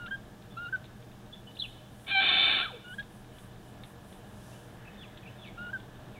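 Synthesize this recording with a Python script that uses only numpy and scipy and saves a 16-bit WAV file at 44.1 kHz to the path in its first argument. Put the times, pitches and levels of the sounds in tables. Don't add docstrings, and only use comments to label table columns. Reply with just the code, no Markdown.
import sys
import numpy as np
from scipy import signal
from scipy.fft import rfft, irfft, next_fast_len
from scipy.io import wavfile
from scipy.ndimage import uniform_filter1d

SR = 44100
rng = np.random.default_rng(int(sys.argv[2]) if len(sys.argv) > 2 else 0)


def unload_wav(signal):
    wavfile.write(
        sys.argv[1],
        SR,
        np.round(np.clip(np.atleast_2d(signal).T, -1, 1) * 32767).astype(np.int16),
    )


N = 272979
TIME = np.arange(N) / SR
FFT_SIZE = next_fast_len(N + SR, real=True)
FREQ = np.arange(FFT_SIZE // 2 + 1) * SR / FFT_SIZE

# t/s, f/Hz, level/dB, rasp over clean tone/dB
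SCREECH_COURSE = [(2.066, 746, -48.5, 15.5), (2.087, 754.8, -37, 9), (2.11, 796.7, -30.5, 2),
                  (2.124, 794.2, -27, -12.5), (2.141, 794.4, -28.5, -16), (2.155, 780.6, -24, -13.5),
                  (2.188, 777.2, -21.5, -17.5), (2.212, 780.9, -24.2, -0.5), (2.265, 783, -25.5, 11.5),
                  (2.52, 782.2, -25.5, 13.5), (2.61, 774.5, -28.3, 28), (2.666, 768, -40, 30),
                  (2.697, 764, -66, 30)]
NASAL_HARMONICS = [-7, -6.5, -0.5, -6.5, -7]
# f/Hz, width/Hz, relative level/dB
THROAT_RESONANCES = [(330, 210, -20.5), (741, 74, -13), (1095, 25, -15.5), (1329, 40, -14.5),
                     (1605, 95, -13.5), (1806, 42, -14.5), (2333, 84, -6), (2593, 55, -9), (2913, 43, -9),
                     (3083, 65, -7), (3440, 30, -3), (3560, 80, -7), (3730, 45, -10), (3900, 35, -8),
                     (4150, 250, -13.5)]


def cockatoo(jitter=.0043, chaos=.3, scatter_db=3, flutter_db=.7, full_tone_s=2.147, thin_db=-10.5):
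    gate, hz, level_db, rasp_db = controls(SCREECH_COURSE)
    rough = 1 / (1 + undb(-rasp_db))
    early = uniform_filter1d(1. * (TIME < full_tone_s), size=480)
    partials_db = [NASAL_HARMONICS[0] + thin_db * early, *NASAL_HARMONICS[1:]]
    clean = tone(hz * (1 + (jitter + .017 * rough) * walk(147)), partials_db)
    clean *= undb(4.6 * rough * (walk(70) - .3))
    cycles = np.floor(np.cumsum(hz * np.exp(chaos * walk(600))) / SR)
    slaps = np.diff(cycles, prepend=0) * undb(scatter_db * walk(550))
    slaps = unit(shape(slaps - slaps.mean(), 1 - .6 * bell(780, 220)))
    air = .66 * rng.standard_normal(N)
    peak_power = sum((undb(db) * bell(f, width)) ** 2 for f, width, db in THROAT_RESONANCES)
    throat = np.sqrt(peak_power + (undb(-25.5) * bell(2700, 1300)) ** 2)
    rasp = unit(shape(slaps + air, throat))
    rasp /= np.sqrt(uniform_filter1d(rasp ** 2, size=700))
    rasp *= unit(undb(flutter_db * walk(130)))
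    voice = ((1 - rough) * clean + rough * rasp) / np.hypot(1 - rough, rough)
    return gate * undb(level_db) * voice


def cockatoo_shrill(start_s=2.22, length_s=.3523, hz=3580, level_db=-29, jitter=.0095, flutter_db=2):
    gain = undb(level_db) * envelope(start_s, length_s, attack_s=.037, release_s=.09)
    flutter = unit(undb(flutter_db * walk(110)))
    pitch = arc(start_s, length_s, hz, glide_hz=-10, arch_hz=10.5)
    return note(gain * flutter, pitch * (1 + jitter * walk(190)))


# t/s, f/Hz, level/dB
SQUEAL_COURSE = [(2.588, 1335, -38), (2.62, 1401, -37), (2.642, 1682, -38.5), (2.664, 1301, -38.5),
                 (2.685, 1155, -51.5), (2.714, 800, -51), (2.727, 490, -56), (2.742, 465, -44),
                 (2.78, 450, -52)]


def cockatoo_squeal(waver=.007, hoarse_waver=.05, hoarse_below_hz=1200):
    gate, hz, db = controls(SQUEAL_COURSE)
    hoarse = uniform_filter1d(1. * (hz < hoarse_below_hz), size=600)
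    tremble = 1 + (waver + hoarse_waver * hoarse) * walk(240)
    return note(gate * undb(db), hz * tremble, overtone_db=-20)


# t/s, length/s, f/Hz, glide/Hz, arch/Hz, flick/Hz, level/dB, swell/dB, overtone/dB
NASAL_NOTES = [(-.045, 0.14, 1429, -80, 104, 524, -44, 2, -11),
               (.566, .134, 1423, -1, 100, 230, -40.5, -3, -17),
               (2.839, .114, 1460, 40.5, 15, 259, -48.5, 9, -5.5),
               (5.574, 0.14, 1443, 20, 64, 170, -43, -2, -14)]
# t/s, length/s, f/Hz, glide/Hz, arch/Hz, level/dB, overtone/dB
ANSWER_NOTES = [(.107, 0.057, 1616, 40, 70, -35, -11.5), (.724, 0.045, 1528, -120, 21, -30, -29.5),
                (2.981, 0.039, 1638, 47, 3, -36.5, -14), (5.729, .048, 1553, -120, 30, -35, -30)]


def whistler(waver=.0073, flutter_db=.9, overtone_flutter_db=4.2, flick_s=.0253):
    tremble = 1 + waver * walk(200)
    nasal_db = overtone_flutter_db * walk(65) - 1.5
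    out = 0
    for start, length, hz, glide, arch, flick, db, swell_db, overtone_db in NASAL_NOTES:
        upturn = np.clip((TIME - start - length) / flick_s + 1, 0, 1)
        pitch = arc(start, length, hz, glide, arch) + flick * upturn
        gain = envelope(start, length, attack_s=.0082, release_s=.01)
        gain *= undb(db + swell_db * progress(start, length) / 2)
        out += note(gain, pitch * tremble, overtone_db + nasal_db - 5 * upturn, third_db=1)
    for start, length, hz, glide, arch, db, overtone_db in ANSWER_NOTES:
        gain = envelope(start, length, attack_s=.006, release_s=.017) * undb(db)
        out += note(gain, arc(start, length, hz, glide, arch) * tremble, overtone_db + nasal_db)
    return out * undb(flutter_db * walk(70))


# t/s, level/dB
SEED_CRACKS = [(.062, -46), (.759, -53), (.843, -51.5), (.854, -57), (1.026, -56), (2.994, -45),
               (3.026, -53), (3.385, -53), (3.836, -45), (4.127, -52), (5.174, -47), (5.461, -47),
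               (5.475, -53), (5.8, -51.5)]
# f/Hz, relative level/dB
CRACK_SPECTRUM = [(300, -13), (1300, -3), (2200, 12.5), (3000, 10.5), (3800, 22), (4500, -15.5)]


def beaks(decay_s=.0036, rattle_s=.022, rattle_db=-11, nibble_db=-63, nibble_count=26):
    nibbles = [(u * N / SR, nibble_db + 6 * v) for u, v in rng.random((nibble_count, 2))]
    age = TIME[:SR // 10]
    crack = np.exp(-age / decay_s) + undb(rattle_db) * np.exp(-age / rattle_s)
    bursts = np.zeros(2 * N)
    for s, db in list(SEED_CRACKS) + nibbles:
        start = int(s * SR)
        bursts[start:start + len(crack)] += undb(db) * crack
    return bursts[:N] * noise(colour(CRACK_SPECTRUM))


# t/s, length/s, f/Hz, glide/Hz, arch/Hz, level/dB
TREE_CHIRPS = [(.502, 0.023, 3460, 0, 0, -59.5), (1.324, 0.025, 3440, 0, -60, -44.5),
               (1.468, 0.026, 3020, 80, 0, -48), (1.551, 0.015, 3700, -200, 0, -48.5),
               (1.566, 0.017, 3510, 2400, 200, -41.5), (1.587, .03, 3980, -550, 379, -30.5),
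               (1.614, .022, 3420, 250, 350, -33), (1.635, .027, 2840, -900, 120, -38.5),
               (4.52, 0.027, 2700, -120, 0, -60), (4.847, 0.024, 2480, -480, 2, -56),
               (4.871, .025, 2600, -120, 0, -52), (5.227, 0.021, 2490, -480, 0, -56),
               (5.25, 0.024, 2450, -480, 0, -54), (5.27, 0.027, 2620, -200, -50, -51)]
# t/s, length before/s, length after/s, level/dB
FAR_SLURS = [(5.028, 0.0682, .037, -51), (5.436, .075, .08, -53), (6.137, .01, .08, -51.5)]


def small_birds(waver=.02, flutter_db=2.5, near_db=-35, echo_growth=.6, blur=.8):
    tremble = 1 + waver * walk(450)
    flutter = unit(undb(flutter_db * walk(200)))
    calls = []
    for start, length, hz, glide, arch, db in TREE_CHIRPS + chatter():
        gain = envelope(start, length, attack_s=.008, release_s=.011)
        calls.append((db, gain, arc(start, length, hz, glide, arch)))
    calls += [(db, *slur(drop, before, after)) for drop, before, after, db in FAR_SLURS]
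    direct, scattered = 0, 0
    for db, gain, hz in calls:
        call = undb(db) * note(gain, hz * tremble) * flutter
        direct += call
        scattered += call * undb(echo_growth * (near_db - db))
    leaves = garden_echo(direct, wet_db=-8.5, t60=.08, gap_s=.003)
    trees = garden_echo(scattered * (1 + blur * walk(600)), wet_db=-21, t60=.8, ring=1)
    return undb(-1) * direct + leaves + trees


def slur(drop, before, after, high_hz=3410, low_hz=2200, sag_hz_per_s2=85000, drop_s=.013, low_db=-2.5):
    high = np.exp(-np.clip(TIME - drop, 0, 1) / drop_s)
    upper_hz = high_hz + sag_hz_per_s2 * np.maximum(drop - TIME, 0) ** 2
    gain = envelope(drop - before, before + after, attack_s=.076, release_s=.025)
    return gain * undb(low_db * (1 - high)), high * upper_hz + (1 - high) * low_hz


def chatter(count=16, length_s=.02, low_hz=2600, high_hz=3900.5, glide_hz=-300, level_db=-66.5):
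    return [(u * N / SR, length_s, low_hz + v * (high_hz - low_hz), glide_hz, 0, level_db)
            for u, v in rng.random((count, 2))]


# f/Hz, width/Hz, lift/dB
LINGERING_BANDS = [(3000, 100, 7), (3460, 130, 8.5), (3900, 200, 2.5)]


def garden_echo(x, wet_db, t60, gap_s=.011, ring=0):
    tail = rng.standard_normal(N) * undb(-60 * TIME / t60) * (TIME > gap_s)
    tail /= np.sqrt(np.sum(tail ** 2))
    lift = undb(ring * sum(db * bell(f, width) for f, width, db in LINGERING_BANDS))
    return undb(wet_db) * shape(x, lift * rfft(tail, FFT_SIZE))


# f/Hz, relative level/dB
TOWN_SPECTRUM = [(12, -44), (20, -1.5), (90, -5), (123, 2), (147, -5.5), (201, -2.5), (240, -10),
                 (306, -7.5), (426, -13), (466, -14), (532, -16), (621, -12), (1650, -22), (2060, -29.5),
                 (4000, -26), (5200, -62), (8800, -120)]
# f/Hz, width/Hz, lift/dB
TOWN_DRONES = [(206.7, 10, 5), (471, 11.6, 9), (609.3, 10, 7), (767, 27, 4.5), (1714, 81, 7.5),
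               (3000, 42, 4.5), (3540, 180, 0)]
# t/s, mains hum level/dB, rumble level/dB, wash level before its lift/dB
TOWN_COURSE = [(0, -54.5, -50, -57), (1.0, -54, -51, -58.5), (1.7, -56.5, -52, -59),
               (2.4, -57.5, -52, -58.5), (3.4, -58.5, -51.5, -57), (4.4, -59.5, -50.5, -55.5),
               (5, -57.5, -51, -55.5), (6.19, -58.5, -49.5, -55.5)]


def town(mains_hum_hz=120, split_hz=400, wash_lift_db=1):
    _, hum_db, rumble_db, wash_db = controls(TOWN_COURSE)
    drones = undb(sum(db * bell(f, width) for f, width, db in TOWN_DRONES))
    spectrum = colour(TOWN_SPECTRUM) * drones
    bass = 1 / np.sqrt(1 + (FREQ / split_hz) ** 8)
    treble = np.sqrt(1 - bass ** 2)
    rumble = noise(spectrum * bass) * undb(rumble_db + .64 * walk(8))
    wash = noise(spectrum * treble) * undb(wash_db + wash_lift_db + .5 * walk(3.5))
    hum = tone(mains_hum_hz * (1 + .011 * walk(5.7))) * undb(hum_db + 1.8 * walk(9))
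    return rumble + wash + hum


def far_rush():
    return noise(bell(hz=1780, width=300)) * swell(peak_s=5, half_s=.24, db=-62.5)


# f/Hz, relative level/dB
HISS_SPECTRUM = [(200, 5.5), (5000, -2), (7500, -4.5), (10000, -6), (12500, -7), (15500, -9)]
# t/s, half length/s, level/dB
TREBLE_SWELLS = [(1.648, .1, -68.5), (2.04, 0.09, -66), (2.48, 0.17, -66), (2.934, .05, -65),
                 (3.16, .06, -68.5), (3.41, .052, -64.5), (3.68, .05, -70.5), (3.883, .04, -66),
                 (4.12, .06, -65.5), (4.498, .18, -66.5)]


def camera_hiss(level_db=-64, top_hz=9750, lower_hz=6000, width_hz=2200):
    top_gain = np.sqrt(sum(swell(*row) ** 2 for row in TREBLE_SWELLS))
    top = top_gain * noise(bell(top_hz, width_hz))
    steady = undb(level_db) * noise(colour(HISS_SPECTRUM))
    lower = swell(peak_s=4.5, half_s=.11, db=-65.5) * noise(bell(lower_hz, width_hz))
    return steady + top + lower


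def tone(hz, partials_db=(0,)):
    phase = 2 * np.pi * np.cumsum(hz) / SR
    return unit(sum(undb(db) * np.sin(k * phase) for k, db in enumerate(partials_db, 1)))


def note(gain, hz, overtone_db=-100, third_db=-9):
    on = gain > 1e-6
    phase = 2 * np.pi * np.cumsum(hz[on]) / SR
    overtone_gain = undb(np.broadcast_to(overtone_db, N)[on])
    overtones = overtone_gain * (np.sin(2 * phase) + undb(third_db) * np.sin(3 * phase))
    out = np.zeros(N)
    out[on] = np.sqrt(2) * gain[on] * (np.sin(phase) + overtones)
    return out


def controls(rows):
    s, *columns = np.transpose(rows)
    gate = uniform_filter1d(1. * ((TIME >= s[0]) & (TIME <= s[-1])), size=128)
    return [gate] + [np.interp(TIME, s, column) for column in columns]


def envelope(start, length, attack_s, release_s):
    return np.clip((TIME - start) / attack_s, 0, 1) * np.clip((start + length - TIME) / release_s, 0, 1)


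def progress(start, length):
    return np.clip(2 * (TIME - start) / length - 1, -1, 1)


def arc(start, length, hz, glide_hz, arch_hz):
    u = progress(start, length)
    return hz + glide_hz * u / 2 - arch_hz * u ** 2


def swell(peak_s, half_s, db):
    return undb(db) * np.exp(-((TIME - peak_s) / half_s) ** 2 / 2)


def noise(gain):
    return unit(shape(rng.standard_normal(N), gain))


def walk(rate_hz):
    return noise(np.exp(-(FREQ / rate_hz) ** 2))


def shape(x, gain):
    return irfft(rfft(x, FFT_SIZE) * gain, FFT_SIZE)[:N]


def colour(points):
    hz, db = np.transpose(points)
    return undb(np.interp(np.log(FREQ + 1), np.log(hz), db))


def bell(hz, width):
    return 1 / (1 + ((FREQ - hz) / width) ** 2)


def undb(db):
    return 10 ** (np.asarray(db) / 20)


def unit(x):
    return x / np.sqrt(np.mean(x ** 2))


def scene():
    bowl = cockatoo() + cockatoo_shrill() + cockatoo_squeal() + beaks()
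    whistles = whistler()
    bowl += garden_echo(bowl, wet_db=-15.5, t60=.68)
    whistles += garden_echo(whistles, wet_db=-21.5, t60=.56)
    return (bowl + whistles + small_birds() + town() + far_rush())[None]


# f/Hz, level/dB
VOICE_BAND_EDGE = [(3650, 0), (4000, -4), (4300, -13), (4450, -27), (4600, -62), (5000, -100)]


def record(dry, sampling_hz=8000, top_hz=15750):
    band = colour(VOICE_BAND_EDGE)
    mirrored = shape(dry[0], band) * (1 + 2 * np.cos(2 * np.pi * sampling_hz * TIME))
    with_hiss = shape(mirrored, band) + camera_hiss()
    lowpass = signal.ellip(10, .2, 70, top_hz, fs=SR, output="sos")
    return signal.sosfilt(lowpass, with_hiss)[None]


dry = scene()
out = record(dry)
unload_wav(out)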